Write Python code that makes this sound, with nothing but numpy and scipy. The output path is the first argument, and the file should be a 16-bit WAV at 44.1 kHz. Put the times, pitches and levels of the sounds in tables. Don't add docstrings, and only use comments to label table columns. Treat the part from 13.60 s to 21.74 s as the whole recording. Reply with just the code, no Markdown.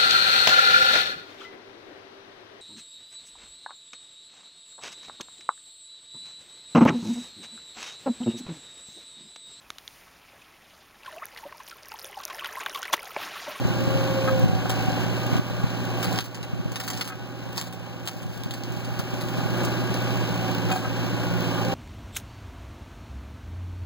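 import sys
import numpy as np
from scipy import signal
from scipy.fft import rfft, irfft
from scipy.io import wavfile
from scipy.ndimage import uniform_filter1d, map_coordinates

SR = 44100
rng = np.random.default_rng(int(sys.argv[2]) if len(sys.argv) > 2 else 0)


def inscribe(sig):
    pcm = np.round(np.clip(np.atleast_2d(sig).T, -1, 1) * 32767)
    wavfile.write(sys.argv[1], SR, pcm.astype(np.int16))


N = 358974
T = np.arange(N) / SR


def gain_of(db):
    return 10 ** (np.asarray(db) / 20)


def evened(x):
    return x / np.sqrt(np.mean(x ** 2) + 1e-20)


def curve(rows):
    times, values = np.transpose(rows)
    return np.interp(T, times, values)


def read(points, hz, column=1):
    points = np.transpose(points)
    return np.interp(np.log(hz + 1), np.log(points[0] + 1), points[column])


def colour(x, points):
    hz = np.fft.rfftfreq(len(x), 1 / SR)
    return irfft(rfft(x) * gain_of(read(points, hz)), len(x))


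def drift(per_s):
    knots = np.arange(-2, N / SR * per_s + 3)
    return evened(map_coordinates(rng.standard_normal(len(knots)), [T * per_s + 2], order=3))


def ring(x, hz, width_hz):
    return signal.lfilter(*signal.iirpeak(hz, hz / width_hz, SR), x)


def add(mix, start_s, sound):
    part = mix[round(start_s * SR):][:len(sound)]
    part += sound[:len(part)]


def span(start, end, edge_s):
    return np.clip(np.minimum(T - start, end - T) / edge_s, 0, 1)


# time in seconds, depth in dB.
LEVEL_STEPS = [(.85, 3), (1.794, 5.5), (2.05, 4.5), (2.59, 13), (3.16, 11), (3.41, 13), (3.98, 13.5),
               (4.475, 13.5), (4.91, 10), (7.12, 4)]
CREEP_DB_PER_S, HOLD_S = 7, 0.59
EXTRA_RETURN_DB_PER_S = 5
SWELL_DB, SWELL_S = 4, 0.056


def dip_db():
    times, depths = np.transpose(LEVEL_STEPS)[:, :, None]
    since = T - times
    late = np.maximum(since - HOLD_S, 0)
    left = depths - CREEP_DB_PER_S * since - EXTRA_RETURN_DB_PER_S * late
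    deepest = np.maximum(left * (since > 0), 0).max(0)
    return uniform_filter1d(deepest, size=900) + SWELL_DB * np.exp(-T / SWELL_S)


# time in seconds, speed in turns a second.
CRANK_SPEED = [(0.0, 29.96), (0.55, 29.7), (0.9, 28.94), (1.1, 29.26), (1.33, 29.05), (1.65, 30.0),
               (1.95, 29.75), (2.3, 29.7), (2.6, 29.2), (2.9, 30.2), (3.08, 29.9), (3.32, 28.9),
               (3.7, 30.2), (4.1, 29.25), (4.33, 29.8), (4.65, 29.25), (4.9, 30.0), (6.5, 29.98),
               (6.75, 29.15), (6.92, 29.1), (7.1, 28.7), (7.48, 29.55), (7.9, 28.7), (8.14, 29.3)]


def crank_turns():
    return np.cumsum(curve(CRANK_SPEED)) / SR


# multiple of the crankshaft speed, level in dB against the other engine tones,
# dB gained for each turn a second that load pulls the speed down.
EXHAUST_TONES = [(2.0, -31.5, 0), (2.5, -52, -2), (4.0, -12.5, -0.5), (4.5, -66, 2), (5.5, -26, -7),
                 (6.0, -22, 7.5), (6.5, -28.5, 2), (7.0, -31, -3), (7.5, -43, 4), (8.0, -33, -10.5),
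                 (8.5, -37.5, -14), (9.0, -40.5, -4), (9.5, -36.5, 6.5), (10.0, -32, 3.5), (10.5, -55, 10),
                 (11.0, -32.5, -6), (11.5, -36, 1), (12.0, -30, -6.5), (12.5, -33.5, 5), (13.0, -36, 1.5),
                 (14.0, -55, 5), (15.0, -53, 4), (16.0, -59, -1), (16.5, -42.5, -2), (17.0, -40, 3),
                 (17.5, -46, 4), (18.0, -40.5, -1.5), (18.5, -41.5, 4), (19.0, -42, -3), (19.5, -68, -7),
                 (20.0, -39, -4)]
CHUG_LAG = [(7, 0), (10, 1.3), (15, .55), (20, 1.35)]


def exhaust_tones(turns, sag):
    tones = np.zeros(N)
    for multiple, db, load_db in EXHAUST_TONES:
        late = next(lag for top, lag in CHUG_LAG if multiple <= top)
        strength_db = db + load_db * sag + 2.6 * (multiple > 4) * drift(8)
        cycles = multiple * (turns - late) + .003 * multiple * drift(5)
        tones += gain_of(strength_db) * np.cos(2 * np.pi * cycles)
    return tones


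# multiple of the crankshaft speed, level in dB against the other
# engine tones, dB gained for each turn a second that load pulls the speed down.
GEAR_TONES = [(21.2, -42.5, -1), (24, -56, -9), (23.9, -56, -9), (26, -45.5, -23), (27, -46, -4),
              (37.8, -52, 2), (38.15, -46, -4), (40.6, -47.5, -15), (47.1, -46, -11), (49.7, -46.5, 1.5),
              (54.3, -45, -4), (60.8, -78, -17)]


def gear_tones(turns, sag):
    tones = np.zeros(N)
    for multiple, db, load_db in GEAR_TONES:
        strength_db = db + load_db * sag + 2.5 * drift(3)
        cycles = multiple * turns + .04 * drift(5) + rng.random()
        tones += gain_of(strength_db) * np.cos(2 * np.pi * cycles)
    return tones


# pitch in Hz, relative level in dB.
TAPPET_COLOUR = [(800, -30), (1800, -9), (4000, 4), (7000, -1), (12000, -26), (16000, 9.5)]
TAPPET_T60_S = 0.017


def tappets(firings):
    ticks = np.diff(np.floor(firings + .02 * drift(30)), prepend=0) * gain_of(4 * drift(60))
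    fades = signal.oaconvolve(ticks, gain_of(-60 * T[:2000] / TAPPET_T60_S))[:N]
    return evened(colour(fades * rng.standard_normal(N), TAPPET_COLOUR))


# pitch in Hz, relative level in dB per Hz.
RUSH_COLOUR = [(30, -49), (60, -44), (120, -38), (250, -40), (430, -52), (600, -53), (1000, -58),
               (1500, -67.5), (2000, -67), (2800, -64), (4100, -70), (6500, -74.5), (8500, -85.5),
               (9800, -85), (11000, -99.5), (13000, -76), (15600, -83)]
# pitch in Hz, width in Hz, relative level in dB.
PANELS = [(819, 24, 3), (1150, 72, -3.5), (1501, 50, 3.5), (1622, 75, 0), (2300, 160, -7), (4036, 100, -3)]
CYLINDER_DB = [-0.5, -12, 1.5, -11.5]
START_TURNS = .88
REPEAT_SHARE = .55
REPEAT_SLIP_TURNS = .003
ENGINE_DB = -33.5


def engine():
    turns = START_TURNS + crank_turns()
    sag = 29.7 - curve(CRANK_SPEED)
    tones = exhaust_tones(turns, sag) + gear_tones(turns, sag)

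    firings = 2 * turns
    strength = gain_of(np.take(CYLINDER_DB, firings.astype(int) % 4))
    pulses = uniform_filter1d(strength * np.exp(-(firings % 1) / 0.5), size=60)
    throb = (2.8 + pulses) * gain_of(.7 * drift(12))
    fresh, scattered = throb * rng.standard_normal((2, N))

    cycle = rng.standard_normal(3000)
    place = (turns + REPEAT_SLIP_TURNS * drift(20)) / 2 % 1
    repeated = throb * cycle[(place * len(cycle)).astype(int)]
    drive = np.sqrt(1 - REPEAT_SHARE ** 2) * fresh + REPEAT_SHARE * repeated
    rush = evened(colour(drive, RUSH_COLOUR))

    blows = strength * np.diff(np.floor(firings), prepend=0) * gain_of(2 * drift(47))
    struck = evened(drive) + 0.33 * evened(blows)
    panels = evened(sum(gain_of(db) * evened(ring(struck, hz, width)) for hz, width, db in PANELS))

    direct = gain_of(31.5) * tones + gain_of(11.5) * rush
    direct += gain_of(-8) * panels + gain_of(-10) * tappets(firings)
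    scattered_rush = gain_of(7.5) * evened(colour(scattered, RUSH_COLOUR))
    return gain_of(ENGINE_DB - dip_db()) * np.array([direct, scattered_rush])


# time in seconds, rumble level in dB before the dips.
GUST = [(0, -27), (.25, -28), (.55, -37), (.85, -24), (1.1, -29), (1.4, -32), (1.6, -36), (2.0, -31),
        (2.7, -31), (3.0, -26), (3.3, -30), (4.35, -34), (4.8, -23), (5.2, -33), (6.2, -34), (6.6, -36),
        (7.4, -33), (8.14, -40)]
# pitch in Hz, relative level in dB per Hz.
RUMBLE_COLOUR = [(20, -31), (45, -20), (110, 2.5), (200, -11), (330, -21), (600, -18.5), (1200, -52)]
# time of the middle in seconds, peak level in dB.
SET_PUFFS = [(.073, -21), (.096, -17), (.206, -16), (.263, -24), (.514, -19), (.841, -7), (.86, -9),
             (.898, -10), (.935, -11), (.956, -14), (1.285, -11), (1.44, -15), (1.73, -11), (1.758, -9),
             (1.795, -9), (2.043, -8), (2.937, -15), (3.003, -17), (3.06, -15), (4.623, -28), (4.661, -21),
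             (4.863, -17), (5.14, -20), (5.172, -21), (5.398, -14), (5.538, -15), (5.785, -14),
             (5.861, -14), (5.933, -17), (6.225, -19), (7.449, -16)]
PUFF_HZ, PUFF_SPREAD = 158, 0.31
RANDOM_PUFFS_PER_S, RANDOM_PUFF_DB = 9, 13.5


def wind():
    rumble_db = curve(GUST) - dip_db()
    noise = evened(colour(rng.standard_normal(N), RUMBLE_COLOUR))
    out = gain_of(rumble_db + 1.7 * drift(28)) * noise

    at = 1300 + np.flatnonzero(rng.random(N - 1300) < RANDOM_PUFFS_PER_S / SR)
    random_db = rumble_db[at] + RANDOM_PUFF_DB + 2.1 * rng.standard_normal(len(at))
    random_puffs = np.transpose([T[at], random_db])

    t = T[:2600] - T[1300]
    for middle_s, db in [*SET_PUFFS, *random_puffs]:
        pitch, phase = rng.random(2)
        hz = PUFF_HZ * (1 + PUFF_SPREAD * (2 * pitch - 1))
        swing = np.cos(2 * np.pi * (hz * t - 900 * t ** 2 + phase))
        swell = np.exp(-(t * hz / 0.47) ** 2)
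        add(out, middle_s - T[1300], gain_of(db) * swell * swing)
    return out


# start in seconds, end in seconds,
# multiple of the crankshaft speed, level in dB reached at the end (before the partials' own levels).
DRIVE_PUMP = [(.09, .22, 18, -37), (.17, .86, 18, -23), (.83, .97, 18, -32), (7.25, 7.45, 18, -42),
              (8.02, 8.3, 18, -24)]
LIFT_PUMP = [(.7, 1.03, 26, -31), (1.06, 1.42, 26, -29), (.68, 1.06, 27, -36), (2.33, 2.62, 26, -33.5),
             (3.04, 3.43, 26, -41), (3.86, 4.2, 26, -44.5), (4.2, 4.7, 26, -48), (6.74, 6.97, 26, -34),
             (7.6, 8.05, 30, -45), (7.78, 8.08, 41.5, -42), (7.98, 8.06, 27, -29), (8.04, 8.3, 27, -26)]
LOAD_S = .05
FLUTTER_DB, FLUTTER_PER_S = 2, 35


def pump_whine(stretches, partials, build_db):
    out, crank = np.zeros(N), crank_turns()
    for start, end, multiple, level_db in stretches:
        turns = multiple * crank + 0.0062 * drift(4.2)
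        tone = sum(gain_of(db) * np.sin(2 * np.pi * k * turns) for k, db in partials)
        rise_db = build_db * np.clip((T - end) / (end - start), -1, 0)
        unsteady_db = 0.4 * drift(6.9) + FLUTTER_DB * drift(FLUTTER_PER_S)
        out += span(start, end, LOAD_S) * gain_of(level_db + rise_db + unsteady_db) * tone
    return out


def pumps():
    driving = pump_whine(DRIVE_PUMP, [(1, 2.5), (2, -26)], build_db=6.5)
    lifting = pump_whine(LIFT_PUMP, [(.5, -0.21), (1, -0.15)], build_db=1.5)
    return driving + lifting


# start in seconds, peak level in dB, pitch in Hz around which the struck spot
KNOCKS = [(.675, -15, 1200, 0.71), (.682, -19, 1500, .6), (0.695, -27, 1398, .5), (1.004, -22.5, 2200, .6),
          (1.008, -33, 696, 0.45), (1.055, -13.5, 614, .2), (1.096, -21, 1000, 0.6), (3.5, -27, 1500, .5),
          (3.521, -26, 1520, 0.65), (7.093, -21, 1150, 0.6), (7.101, -24, 1250, .5),
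          (7.108, -15, 1080, 0.46), (7.11, -18, 756, 1.5), (7.113, -18, 2360, 1.1), (7.115, -20, 1500, .9),
          (7.129, -19, 800, 0.73), (7.158, -17.5, 740, .4), (7.243, -24, 1200, 0.37),
          (7.248, -24, 1720, .5), (7.272, -26, 1150, 0.36)]
# pitch in Hz, relative level in dB, seconds to fade by 60 dB when free.
STEEL_MODES = [(534, -6, 0.14), (756, 4, 0.16), (810, -18, 0.12), (1030, -24, 0.28), (1090, -8.5, 0.1),
               (1280, -3, 0.15), (1410, -18, 0.055), (1500, -17, 0.26), (1600, -7, 0.19), (1700, -10, 0.11),
               (2080, -10, 0.087), (2480, -4, 0.17), (3270, -4, 0.11)]
CLACK_DB, CLACK_T60_S, CLACK_DB_PER_OCTAVE = -4, .04, 8
RATTLE_DB = 3


def linkage():
    out, t = np.zeros(N), T[:12000]
    for start_s, db, spot_hz, free in KNOCKS:
        tone = np.zeros(len(t))
        for hz, mode_db, t60 in STEEL_MODES:
            octaves_away = abs(np.log2(hz / spot_hz))
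            fade = gain_of(mode_db - 12 * octaves_away - 60 * t / (free * t60))
            tone += fade * np.sin(2 * np.pi * (hz * t + rng.random()))
        chatter, noise = rng.standard_normal((2, len(t)))
        tone *= gain_of(RATTLE_DB * evened(uniform_filter1d(chatter, size=150)))

        spot = [(spot_hz * 2. ** k, -CLACK_DB_PER_OCTAVE * k ** 2) for k in (-3, -2, -1, 0, 1, 2, 3)]
        clack = colour(noise, spot) * gain_of(-60 * t / CLACK_T60_S)
        blow = tone / abs(tone).max() + gain_of(CLACK_DB) * clack / abs(clack).max()
        attack = np.minimum(t / 0.0018, 1)
        add(out, start_s, gain_of(db) * blow / abs(blow).max() * attack)
    return out


# start in seconds, level of the main part in dB, then against that level the treble
# in dB, the knock in dB and the splintering in dB (before the trim below), its fade by 60 dB in seconds.
SNAPS = [(1.094, -27.5, 0, -6, 11, 0.19), (1.3195, -25, 2, -15, -22, .08), (1.7227, -40, -12, -13, -11, .1),
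         (2.4282, -20, -11, 7.5, -6, .1), (2.4418, -32, -4, -5, 15.5, 0.11),
         (2.528, -28, 13, -12, -11, .08), (2.547, -37, 10, -13, -7, .06), (2.559, -17, -16, -26, -14, .06),
         (2.577, -20, -8, -22, 2, 0.078), (2.588, -5.5, -32, -9.5, -15.5, 0.12),
         (2.605, -21.5, -8, -10, 1, 0.088), (2.746, -24.5, -7, -17, -2, 0.12),
         (2.8289, -27.5, -9, -10, -2, 0.11), (3.1193, -33.5, 12.5, -16, -7, 0.082),
         (3.158, -13, -14, -13, -5.5, 0.12), (3.198, -32, 1, -19, -8, 0.073),
         (3.2009, -20.5, 2, -19, 2.5, 0.14), (3.237, -30, 9, -22, -6, 0.038),
         (3.268, -35, 12, -16, -1, .06), (3.278, -19, 3, -15, 1, 0.17), (3.3023, -22, 7, 0.5, -7, 0.055),
         (3.331, -27.5, -4, -13, 8, 0.11), (3.374, -22, -2.5, -16, -6, 0.083),
         (3.41, -13.5, -14, -20, 0.5, 0.092), (3.4454, -30, -7, -9, 8, 0.21),
         (3.476, -25.5, -9, 9, -12, 0.12), (3.93, -27.5, 2, -13, -17, 0.065), (3.973, -23, 6, -14, -8, .06),
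         (3.979, -12, -6, -7.5, -10, 0.19), (4.0131, -17, 3, -12, -11.5, 0.11),
         (4.0716, -31, 5, -12, -13, 0.07), (4.1253, -35.5, 8, -11, 2, 0.18),
         (4.455, -34, 8, -16, -6, 0.075), (4.465, -32, 6, -16, -12, .05), (4.4745, -15, 0, -20, -8, 0.09),
         (4.483, -24, -6, 2, -6, 0.06), (4.629, -31, 2, -13, -7, .06), (4.7327, -35, -8, -15, -4, .06),
         (4.7764, -37, 13, -13, -19, .06), (4.8354, -25, 3, -18, -14, .07),
         (4.9089, -20, 0, -21, -11, 0.063), (4.938, -27, -2, -14, -4, 0.08),
         (5.0358, -23, 2, -18, -14, 0.08), (5.122, -41.5, 20, -13, -10, .06),
         (5.165, -36, 10, -13.5, -11, .05), (5.2467, -31, -1, -13, -2, .08),
         (5.391, -22.5, -10, 1, -5, 0.11), (5.6107, -25, -19, 3, -4, 0.13),
         (5.6856, -23, -2, -11, -5, 0.086), (5.975, -35, 13, -12, -12, .05), (6.034, -33, 15, -13, -8, .05),
         (6.049, -27, 10.5, -13, -2, 0.071), (6.3418, -19, 2.5, -12, -11, 0.087),
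         (7.114, -29, 4.5, 5, 6, 0.5), (7.1625, -26, 1, -13, 0, 0.092)]
# delay in seconds, level in dB against the
# splintering, which counts as -7 dB at most.
STUTTER = [(.0043, 5), (.0088, 3), (.0128, 0), (.019, -4)]
BREAK_DB = 8
GRAIN_DB = 4
SNAP_DRY_DB = 5
TREBLE_T60_SHARE = .55
# (Hz, dB)
MAIN_BAND = [(300, -26), (900, -1.0), (2200, -4.0), (2800, 0.5), (5200, -1.5), (7000, -14.5), (16000, -25.5)]
TREBLE_BAND = [(4500, -14), (6500, -5.0), (9000, -5.5), (11000, -33), (15500, 0)]
KNOCK_BAND = [(250, -32), (500, -7.0), (800, -1.0), (1600, -4.0), (2300, -16.5)]


def snaps():
    out, t = np.zeros(N), T[:8192]
    tick = gain_of(-60 * t / .006) * np.minimum(t / .0006, 1)
    first_break = gain_of(BREAK_DB) * (t == T[20])
    for start_s, db, treble_db, knock_db, splinter_db, t60 in SNAPS:
        noise, grains = rng.standard_normal((2, len(t)))
        branch = np.transpose([np.geomspace(500, 16000, 30), GRAIN_DB * rng.standard_normal(30)])
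        branch_noise = colour(noise, branch)
        fibres = gain_of(4.5 * evened(uniform_filter1d(grains, size=60)))
        parts = [(0, 1, 0, MAIN_BAND),
                 (treble_db, TREBLE_T60_SHARE, 0, TREBLE_BAND),
                 (knock_db, 1.2, -5, KNOCK_BAND)]
        for part_db, share, tick_db, band in parts:
            sharp = colour(tick * noise + first_break, band)
            sharp = sharp / abs(sharp).max()
            again = np.zeros(len(t))
            for later_s, more_db in STUTTER:
                again_db = min(splinter_db, -7) + more_db
                again += gain_of(again_db) * np.roll(sharp, round(later_s * SR))
            fade = gain_of(-60 * t / (share * t60)) * np.minimum(t / .003, 1)
            hiss = colour(branch_noise, band) * fibres * fade
            hiss = gain_of(splinter_db - SNAP_DRY_DB) * hiss / abs(hiss).max()
            add(out, start_s, gain_of(db + part_db) * (gain_of(tick_db) * sharp + again + hiss))
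    return out


# start in seconds, end in seconds, level in dB.
TWIGS = [(2.373, 2.692, -41), (3.128, 3.52, -43.5), (3.935, 4.097, -44.5), (4.425, 6.4, -49)]
# pitch in Hz, relative level in dB.
WOOD_COLOUR = [(300, -29), (1000, 0.5), (2500, -5), (4500, -2.5), (7000, -7), (10000, -16.5), (15500, -7)]


def twigs():
    strengths = gain_of(4.1 * np.minimum(rng.exponential(1, N), 4))
    ticks = strengths * (rng.random(N) < 350 / SR)
    fades = signal.oaconvolve(ticks, gain_of(-60 * T[:2000] / 0.072))[:N]
    crackle = evened(colour(fades * rng.standard_normal(N), WOOD_COLOUR))
    return sum(gain_of(db) * span(start, end, 0.02) for start, end, db in TWIGS) * crackle


# pitch in Hz, level in dB (before a 1 dB trim), phase in radians.
ACROSS = [(30, -22, -.4), (60, -13, -.4), (120, -15, -.45), (250, -15, -.5), (350, -14.5, -.4),
          (430, -13, 1), (600, -8, -.2), (1000, -7, -.9), (1600, -2, -1.2), (2100, -4, -.9), (2800, 4, -.3),
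          (3500, -1, -.2), (6000, 0, 0), (8400, 3, 0), (11000, 1, 0)]


def scene():
    total, scattered = engine()
    gusts = wind()
    total = total + pumps() + linkage() + snaps() + twigs()
    hz = np.fft.rfftfreq(N, 1 / SR)
    across = gain_of(read(ACROSS, hz)) * np.exp(1j * read(ACROSS, hz, column=2))
    apart = irfft(rfft(gain_of(-1) * total + scattered) * across, N) + gusts
    return np.array([total + apart, total - apart])


PORT_DELAY = 16
EDGE_HZ = 15850


def record(dry):
    late = np.pad(dry[::-1], ((0, 0), (PORT_DELAY, 0)))[:, :N]
    pair = (dry - late) / 2
    low_pass = signal.firwin(511, EDGE_HZ, window=("kaiser", 9), fs=SR)
    return signal.oaconvolve(pair, low_pass[None], "same")


dry = scene()
out = record(dry)
inscribe(out)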